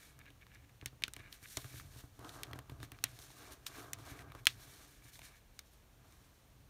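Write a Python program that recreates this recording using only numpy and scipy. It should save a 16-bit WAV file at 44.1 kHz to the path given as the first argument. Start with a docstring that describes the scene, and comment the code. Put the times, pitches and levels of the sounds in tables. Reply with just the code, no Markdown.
"""Folding paper on a hollow tabletop

Fingers fold and crease a small sheet of paper on a light tabletop in a quiet room with a steady noise.
Skin slides over the paper by dense fine slips, a smooth hiss; drags, shifting weight and fingertip
landings excite the table's modes. Coarser slips rustle in the resonances of the folded pocket,
and sharp ticks are single snaps with a short crackle, a broad ring and a grainy scatter."""
import sys
import numpy as np
from scipy import signal
from scipy.fft import rfft, irfft
from scipy.io import wavfile
from scipy.ndimage import uniform_filter1d

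SR = 44100
rng = np.random.default_rng(int(sys.argv[2]) if len(sys.argv) > 2 else 0)


def voltage_ratio(level):
    """Linear amplitude factor for a level in decibels (scalar or array-like)."""
    return 10 ** (np.asarray(level, float) / 20)


def dump(signal):
    """Clip the signal to [-1, 1] and save it as 16-bit WAV at the path in sys.argv[1]."""
    limited = np.clip(np.atleast_2d(signal).T, -1, 1)
    pcm = np.round(limited * 32767).astype(np.int16)
    wavfile.write(sys.argv[1], SR, pcm)


N = 295178   # length in samples

# Steady room noise; the last row is no property of the room but a band limit on steady sounds,
# which end steeply near 15.8 kHz. Each row: frequency in Hz, relative density in dB per Hz.
ROOM_NOISE_SPECTRUM = [(15, -45), (30, -2.5), (45, 2.5), (90, -3), (160, -9.5), (300, -15.5), (620, -18.5),
                       (1800, -24), (3300, -25.5), (8000, -28), (12300, -30), (15500, -31.5), (15900, -53)]
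ROOM_DB = -65
# Modes of the tabletop. Each row: frequency in Hz, width in Hz, gain in dB.
TABLE_MODES = [(63.1, 34.6, -3.5), (125.5, 17.2, 2.5), (283, 33, -5.5), (419.3, 91, -12), (674, 101, -12),
               (1170, 242, -13.5), (1607, 63, -13.5), (1750, 160, -26)]
# Hands shifting their weight on the tabletop. Each row: time in seconds, level in dB before a slow waver.
WEIGHT_SHIFTS = [(0.0, -70), (0.165, -62.5), (0.474, -66), (0.978, -67.5), (1.217, -62), (1.5, -76),
                 (1.7, -56), (2.13, -68), (2.34, -54.5), (2.56, -59), (2.66, -68), (2.75, -58),
                 (3.233, -62.5), (3.617, -64), (3.722, -63), (4.305, -58.5), (4.739, -67.5), (5.258, -63),
                 (5.368, -80), (6.116, -69), (6.69, -67.5)]
# The sheet pressed and dragged over the tabletop.
# Each row: peak time in seconds, level in dB, rise in seconds, fall in seconds.
DRAGS = [(.25, -74.5, 1, 0.35), (1.232, -69, 0.22, 0.3), (1.7, -68, 0.25, 0.19),
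         (1.816, -69.5, 0.079, 0.14), (1.99, -66.5, .18, 0.1), (2.2, -58.5, 0.016, 0.83),
         (2.39, -56, 0.22, 0.19), (2.56, -63, 0.06, .07), (2.715, -65, .03, 0.088),
         (2.84, -61.5, 0.05, 0.038), (2.94, -71, .05, 0.13), (3.17, -69.5, 0.7, 0.32),
         (3.52, -60, 0.5, 0.12), (3.69, -62, 0.027, 0.37), (3.81, -54.5, 0.12, 0.16),
         (4.17, -57.5, 0.64, 0.31), (4.39, -65.5, .25, 0.056), (4.64, -66.5, .4, 0.45),
         (4.85, -67.5, .3, 0.06), (5.288, -69.5, .12, 0.13), (6.05, -72.5, 0.18, .7)]
DRAG_REST_DB = -84.5
# Fingertips landing on the table. Each row: start in seconds, peak in dB, decay time of the push in ms.
LANDINGS = [(0.304, -58, 0.55), (0.825, -43.5, 0.62), (0.858, -43.5, 0.79), (0.928, -52.5, 0.63),
            (1.021, -49, 0.18), (1.04, -48, 0.64), (1.078, -48.5, 0.7), (1.166, -47, 0.5),
            (1.197, -53, 0.38), (1.424, -53, 0.96), (1.571, -36.5, 0.16), (1.646, -43.5, 0.93),
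            (1.74, -45, 0.54), (1.96, -46, 0.87), (2.037, -43.5, 1.0), (2.19, -46, 0.34), (2.25, -43, 0.13),
            (2.51, -44.5, 0.41), (2.534, -40.5, 0.36), (2.556, -41, 0.23), (2.588, -42.5, 0.16),
            (2.695, -44.5, 0.42), (2.717, -40.5, 0.83), (2.802, -47, 0.44), (2.829, -40.5, 0.7),
            (2.92, -46, 0.67), (3.038, -42, 0.27), (3.187, -55, 0.56), (3.512, -58, 0.46),
            (4.114, -46, 0.38), (4.349, -43.5, 0.11), (4.468, -50.5, 0.43), (5.052, -52.5, 0.92),
            (5.218, -55, 0.47)]
# Finger strokes over the paper. Each row: peak time in seconds, hiss level in dB before its tilt and
# waver, rise in seconds, fall in seconds.
SLIDES = [(.06, -62.5, 0.6, 0.11), (.544, -72, 0.034, 0.029), (1.197, -72.5, .08, 0.14),
          (1.345, -60, 0.057, 0.054), (1.44, -59.5, .04, .1), (1.52, -55.5, 0.14, 0.44),
          (1.785, -58, 0.18, 0.088), (1.99, -57, 0.1, .07), (2.335, -60, 0.22, 0.21),
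          (2.559, -71, 0.038, 0.053), (2.715, -72, 0.026, 0.071), (2.84, -58.5, 0.045, 0.03),
          (2.97, -96, .1, 0.041), (3.098, -63, 0.063, 0.14), (3.233, -58, 0.095, 0.05),
          (3.43, -61, 0.6, 0.21), (3.532, -55.5, 0.037, 0.03), (3.666, -43.5, 0.0047, 0.027),
          (3.79, -55, 0.15, 0.13), (3.995, -68, .03, 0.11), (4.106, -55.5, 0.12, 0.054),
          (4.205, -62.5, .2, 0.039), (4.36, -70.5, 0.038, 0.054), (4.395, -69, .05, 0.033),
          (4.5, -61.5, 0.053, 0.14), (4.62, -62, 0.12, 0.59), (4.84, -64.5, .5, 0.27),
          (5.045, -64, .03, .05), (5.085, -61, 0.036, 0.033), (5.135, -58.5, 0.02, 0.11),
          (5.255, -59, 0.071, 0.11), (5.378, -70, .07, 0.034), (5.567, -71, .04, 0.038),
          (5.662, -73, 0.04, 0.09), (5.737, -69.5, 0.044, 0.079), (6.136, -72.5, 0.26, 0.64)]
SLIDE_REST_DB = -87   # fingers resting on the sheet
# Hiss of skin on paper; the last row is no property of the skin but the same band limit on steady
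# sounds. Each row: frequency in Hz, relative density in dB per Hz before the tilt.
HISS_SPECTRUM = [(900, -6), (1500, -4), (2300, -11.5), (4000, -4.5), (6000, -4.5), (9000, -4.5),
                 (12000, -6.5), (15500, -13), (15900, -38.5)]
# The hiss is duller the harder the finger bears down.
TILT_DB_PER_OCT, DULLING_PER_DB = -1.5, 0.08
# Paper layers rubbing in the fold.
# Each row: peak time in seconds, level in dB, rise in seconds, fall in seconds.
RUSTLES = [(.02, -65.5, 0.12, 0.18), (.215, -62, 0.038, 0.016), (.285, -57.5, 0.048, 0.028),
           (.424, -59, 0.021, 0.018), (.539, -62, 0.069, 0.086), (.644, -67.5, 0.022, 0.014),
           (.698, -67.5, 0.019, 0.013), (.828, -67, .03, 0.018), (1.197, -54.5, 0.017, 0.023),
           (1.25, -61, 0.092, 0.18), (1.457, -52.5, 0.027, 0.0085), (1.535, -70, 0.043, 0.63),
           (1.72, -66, 0.16, 0.18), (1.805, -66, 0.082, 0.05), (1.985, -84, .3, 0.17),
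           (2.38, -89, 0.18, 0.22), (2.559, -66, 0.056, 0.037), (2.734, -81, 0.054, 0.049),
           (2.855, -67, .07, 0.029), (2.945, -69, 0.034, 0.041), (3.1, -74, 0.062, .5),
           (3.45, -65.5, 0.18, 0.17), (3.76, -57.5, 0.1, 0.093), (4.11, -59.5, 0.12, .1),
           (4.21, -61.5, .15, .035), (4.305, -65, 0.049, .033), (4.39, -65.5, 0.046, .03),
           (4.53, -72, .09, 1.7), (5.083, -66, 0.1, 0.055), (5.26, -64.5, 0.082, 0.14),
           (5.37, -71, 0.13, 0.047), (6.126, -78, 0.12, 0.17)]
RUSTLE_REST_DB = -101.5
# Air and paper of the folded pocket. Each row: frequency in Hz, width in Hz, gain in dB.
POCKET_MODES = [(1180, 150, -11), (1670, 140, 0), (2290, 170, 1), (2850, 250, -9), (3700, 400, -12)]
# Paper ticks. Each row: time in seconds, peak in dB before the scatter is added, ring frequency in Hz,
# early treble rms in dB relative to the ring's peak, crackle in dB relative to the snap.
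TICKS = [(0.19, -40, 1640, -9, -23), (0.2563, -48, 2230, -20, -19), (0.303, -47, 2260, -16, -16),
         (0.4134, -57, 2300, -16, -4), (0.466, -48, 1600, -17, -16), (0.5474, -48, 4970, -14, -13.5),
         (0.6935, -52.5, 2360, -11, -20), (0.8125, -39.5, 2400, -34, -35), (0.8586, -19.5, 5840, -53, -26),
         (0.881, -47, 3000, -29, -27), (1.0212, -35, 2410, -18, -15), (1.0368, -14, 2800, -28, -27),
         (1.0798, -31, 1750, -8, -15.5), (1.1352, -31, 3370, -1, -13), (1.164, -35, 2200, -13.5, -13),
         (1.1942, -47, 2260, -15, -9), (1.3256, -35.5, 3670, -17, -13.5), (1.4282, -40.5, 1630, -8, -23),
         (1.5701, -24, 4660, -22, -11), (1.6436, -37, 1750, -17.5, -19.5), (1.798, -33.5, 1490, -16, -20),
         (2.192, -40.5, 1160, -13, -19), (2.2458, -40.5, 1170, -15, -13.5),
         (2.292, -36, 3600, -14.5, -15.5), (2.4325, -22.5, 2800, -6, -22), (2.468, -47.5, 883, -14, -16),
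         (2.5121, -43.5, 1060, -16, -15), (2.5316, -32.5, 1230, -18.5, -16), (2.558, -47, 1160, -8, -17),
         (2.589, -30.5, 1590, -15.5, -22), (2.696, -41, 1180, -15, -3), (2.719, -54, 1170, -24, -2),
         (2.8017, -42.5, 1170, -20, -19), (2.8293, -31, 1750, -15.5, -20), (2.9176, -37.5, 1750, -10.5, -4),
         (2.9873, -43, 1350, -32, -24), (3.039, -15, 2560, -2, -9), (3.1885, -41.5, 5140, -1, -12),
         (3.3029, -42.5, 980, -25, -25), (3.5209, -38.5, 1690, 1, -17), (3.6651, -29, 3650, -12, -4),
         (3.932, -23, 7100, -43, -16), (3.9863, -45, 965, -15, -14), (4.1905, -42.5, 1760, -20, -1),
         (4.2204, -45, 1770, -20, -19), (4.3192, -38.5, 1160, -21, -18.5), (4.3498, -38, 1180, -19, -21.5),
         (4.4546, -24.5, 3940, -9, -30), (4.4687, -3.5, 3150, -18.5, -21), (5.1218, -49, 4330, -8, -21),
         (5.1544, -48.5, 1660, -25, -3), (5.1913, -35, 835, -15, -19), (5.217, -40.5, 2200, -20, -22),
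         (5.3574, -50.5, 1470, -18, -26), (5.5907, -30.5, 4890, -28, -17), (6.123, -48, 6000, -13, -19.5)]
# Scatter gain relative to the tick's peak; a drier tick leaves less.
TICK_TAIL_DB, TAIL_PER_CRACKLE_DB = -11, 0.27
# Rise and fall of a stroke are the times to lose 20 dB, 5 ms at least.
STROKE_ROUNDNESS = 1.22   # 1 pointed, 2 bell-shaped
# Dips where a reflection off the tabletop cancels the direct sound.
# Each row: frequency in Hz, width in Hz, depth from 0 to 1.
REFLECTION_DIPS = [(4890, 900, 0.4), (7730, 1480, 0.39), (10450, 1700, 0.44)]
CUTOFF_HZ = 17000   # attenuation reaches 60 dB here


def rms_one(x):
    """Normalisation: a signal divided by its root mean square has unit rms."""
    return x / np.sqrt(np.mean(x ** 2) + 1e-20)


def in_time(rows):
    """Linear interpolation: the columns of a curve table at every sample."""
    s, *columns = np.transpose(rows)
    return [np.interp(np.arange(N) / SR, s, c) for c in columns]


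def strokes_db(rows, rest_db):
    """Incoherent addition: the powers of overlapping strokes add to a resting power; level in dB."""
    t = np.arange(0, N + 44, 44) / SR
    power = voltage_ratio(2 * rest_db)
    for s, peak_db, rise, fall in rows:
        away = np.where(t < s, (s - t) / max(rise, .005), (t - s) / max(fall, .005))
        loss_db = 20 * np.minimum(away, 9) ** STROKE_ROUNDNESS
        power = power + voltage_ratio(2 * (peak_db - loss_db))
    return np.interp(np.arange(N) / SR, t, 10 * np.log10(power))


def coloured(x, spectrum):
    """Spectral shaping: a steady noise is weighted by a (Hz, dB per Hz) spectrum; rms 1."""
    hz, level_db = np.transpose(spectrum)
    bins = np.maximum(np.arange(N // 2 + 1) * SR / N, 1)
    gain = voltage_ratio(np.interp(np.log(bins), np.log(hz), level_db))
    return rms_one(irfft(rfft(x) * gain, N))


def band(x, low_hz, high_hz):
    """Band-pass filtering by a Butterworth design of order 2."""
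    edges = [low_hz, min(high_hz, SR / 2.3)]
    return signal.sosfilt(signal.butter(2, edges, "band", fs=SR, output="sos"), x)


def resonance(x, hz, width):
    """Damped oscillator: a pole pair whose radius sets the width in Hz, with gain 1 on top."""
    r = np.exp(-np.pi * width / SR)
    feed = np.array([1, 0, -1]) * (1 - r * r) / 2
    return signal.lfilter(feed, [1, -2 * r * np.cos(2 * np.pi * hz / SR), r * r], x)


def modes(x, table):
    """Modal superposition: parallel resonances with alternating signs."""
    out = 0
    for k, (hz, width, level_db) in enumerate(table):
        out = out + (-1) ** k * voltage_ratio(level_db) * resonance(x, hz, width)
    return out


def drift(rate_hz):
    """Low-passed chance: noise through two equal poles wanders slowly, spread 1."""
    r = np.exp(-2 * np.pi * rate_hz / SR)
    wander = signal.lfilter([1], [1, -2 * r, r * r], rng.standard_normal(N + SR))
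    return rms_one(wander[SR:])   # the first second settles


def slips(per_s, spread_db, clump_db):
    """Stick-slip friction: clicks of uneven size and either sign come in clumps; rms 1."""
    sizes = voltage_ratio(spread_db * np.minimum(rng.exponential(1, N), 5)) * rng.choice([-1, 1], N)
    chance = per_s * voltage_ratio(clump_db * drift(20.0)) / SR
    return rms_one(sizes * (rng.random(N) < chance) + 1e-18)


def room_noise():
    """Stationary background: Gaussian noise is shaped to a fixed, band-limited spectrum."""
    return voltage_ratio(ROOM_DB) * coloured(rng.standard_normal(N), ROOM_NOISE_SPECTRUM)


def table_rub():
    """Friction-driven modes: drag shakes the upper table modes, shifting weight the lowest ones."""
    drag_slips = slips(2500.0, spread_db=3.5, clump_db=2.5)
    drag = rms_one(band(modes(drag_slips, TABLE_MODES), 263, 3570))
    weight_slips = slips(330.0, spread_db=-2.5, clump_db=4.5)
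    weight = rms_one(band(modes(weight_slips, TABLE_MODES), 26.36, 210))
    weight_db = in_time(WEIGHT_SHIFTS)[0] + 1.4 * drift(4.0)
    return voltage_ratio(strokes_db(DRAGS, DRAG_REST_DB)) * drag + voltage_ratio(weight_db) * weight


def thumps():
    """Impact excitation: a push, longer for a soft fingertip, sets the table modes ringing."""
    out = np.zeros(N + 9000)
    t = np.arange(9000) / SR
    skids = rng.standard_normal((len(LANDINGS), len(t))) * np.exp(-t / 0.014)
    for (s, peak_db, push_ms), skid in zip(LANDINGS, skids):
        push = np.exp(-1000 * t / np.clip(push_ms, .05, 6))
        knock = modes(push, TABLE_MODES)
        # the skin skids briefly
        knock = knock + voltage_ratio(-8.5) * band(modes(skid, TABLE_MODES), 370, 2200)
        at = round(s * SR)
        out[at:at + len(t)] += voltage_ratio(peak_db) * knock / np.abs(knock).max()
    return out[:N]


def skin_hiss():
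    """Dense stick-slip of skin on paper: half octaves tilt with pressure and waver, partly together."""
    hiss_db = strokes_db(SLIDES, SLIDE_REST_DB)
    bearing_db = strokes_db(DRAGS, DRAG_REST_DB) - hiss_db   # pressure relative to the hiss
    tilt_db = np.clip(TILT_DB_PER_OCT - DULLING_PER_DB * bearing_db, -6, 4)
    hiss = coloured(slips(12000.0, spread_db=2.5, clump_db=2.2), HISS_SPECTRUM)
    edges = 1400 * 2 ** np.arange(0, 4.1, .5)   # Hz
    together = drift(56.0)
    out = 0
    for k, (low, high) in enumerate(zip(edges, edges[1:])):
        waver_db = .7 * together + .9 * drift(14.0)
        gain = voltage_ratio(tilt_db * np.log2(low / 6000) + waver_db)
        out = out + (-1) ** k * band(hiss, low, high) * gain
    return voltage_ratio(hiss_db) * out


def pocket_rustle():
    """Cavity and sheet resonance: coarser slips between the paper layers ring in the pocket."""
    layer_slips = slips(1800.0, spread_db=4.0, clump_db=1.5)
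    return voltage_ratio(strokes_db(RUSTLES, RUSTLE_REST_DB)) * rms_one(modes(layer_slips, POCKET_MODES))


def tick_burst(t, noise, hz, treble_db, crackle_db):
    """Impulse response: a snap and a short crackle ring broadly at the flap's pitch; peak 1."""
    crack = voltage_ratio(crackle_db) * noise * np.exp(-(t / 0.0028) ** 2)   # holds, then stops
    crack[0] = 1   # the snap itself
    ring = band(resonance(crack, hz, .5 * hz), .5 * hz, 4.06 * hz)
    ring = ring + 0.45 * band(crack, 1500, 5000) + 0.097 * modes(crack, POCKET_MODES)
    treble = band(crack * np.exp(-t / 0.0037), 3600, 12100)   # the treble dies first
    treble = treble / np.sqrt(np.mean(treble[t < .004] ** 2))
    tick = ring / np.abs(ring).max() + voltage_ratio(treble_db) * treble
    return tick / np.abs(tick).max()


def tick_scatter(t, noise, grain, hz):
    """Diffuse reflection: a duller, grainy decay from near surfaces, then from the room."""
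    flicker_db = 3 * np.sqrt(40) * uniform_filter1d(grain, size=40)
    decay = np.exp(-t / 0.0032) + voltage_ratio(-13.5) * np.exp(-t / 0.018)   # near surfaces, then the room
    scatter = noise * voltage_ratio(flicker_db) * decay
    tail = 0.99 * resonance(scatter, min(hz, 3800), .6 * hz)
    tail = tail + 0.82 * band(scatter, 1300, 5300) + 0.4 * modes(scatter, POCKET_MODES)
    return tail + 0.051 * band(noise * np.exp(-t / 0.011), 5000, 10000)


def ticks():
    """Superposition of transients: every tick of the paper adds its burst and its scatter."""
    out = np.zeros(N + 4000)
    t = np.arange(4000) / SR
    noise = rng.standard_normal((len(TICKS), 3, len(t)))
    for (s, peak_db, hz, treble_db, crackle_db), (near, far, grain) in zip(TICKS, noise):
        tick = tick_burst(t, near, hz, treble_db, crackle_db)
        tail_db = TICK_TAIL_DB + TAIL_PER_CRACKLE_DB * crackle_db
        tail = voltage_ratio(tail_db) * tick_scatter(t, far, grain, hz)
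        at = round((s + .0008) * SR)   # starts 0.8 ms after the listed time
        out[at:at + len(t)] += voltage_ratio(peak_db) * (tick + tail)
    return out[:N]


def scene():
    """Linear superposition: hands, paper and table over the room's steady noise."""
    table = table_rub() + thumps()
    paper = skin_hiss() + pocket_rustle() + ticks()
    return (room_noise() + table + paper)[None]


def top_cut(x):
    """Nothing passes above the cut-off."""
    return signal.sosfilt(signal.butter(12, 16810, fs=SR, output="sos"), x)


def record(dry):
    """Interference: the tabletop's reflection leaves three shallow dips; then the top is cut."""
    for hz, width, depth in REFLECTION_DIPS:
        dry = dry - depth * resonance(dry, hz, width)
    cut = signal.sosfilt(signal.cheby2(12, 60, CUTOFF_HZ, fs=SR, output="sos"), dry)
    return top_cut(cut)


dry = scene()
out = record(dry)
dump(out)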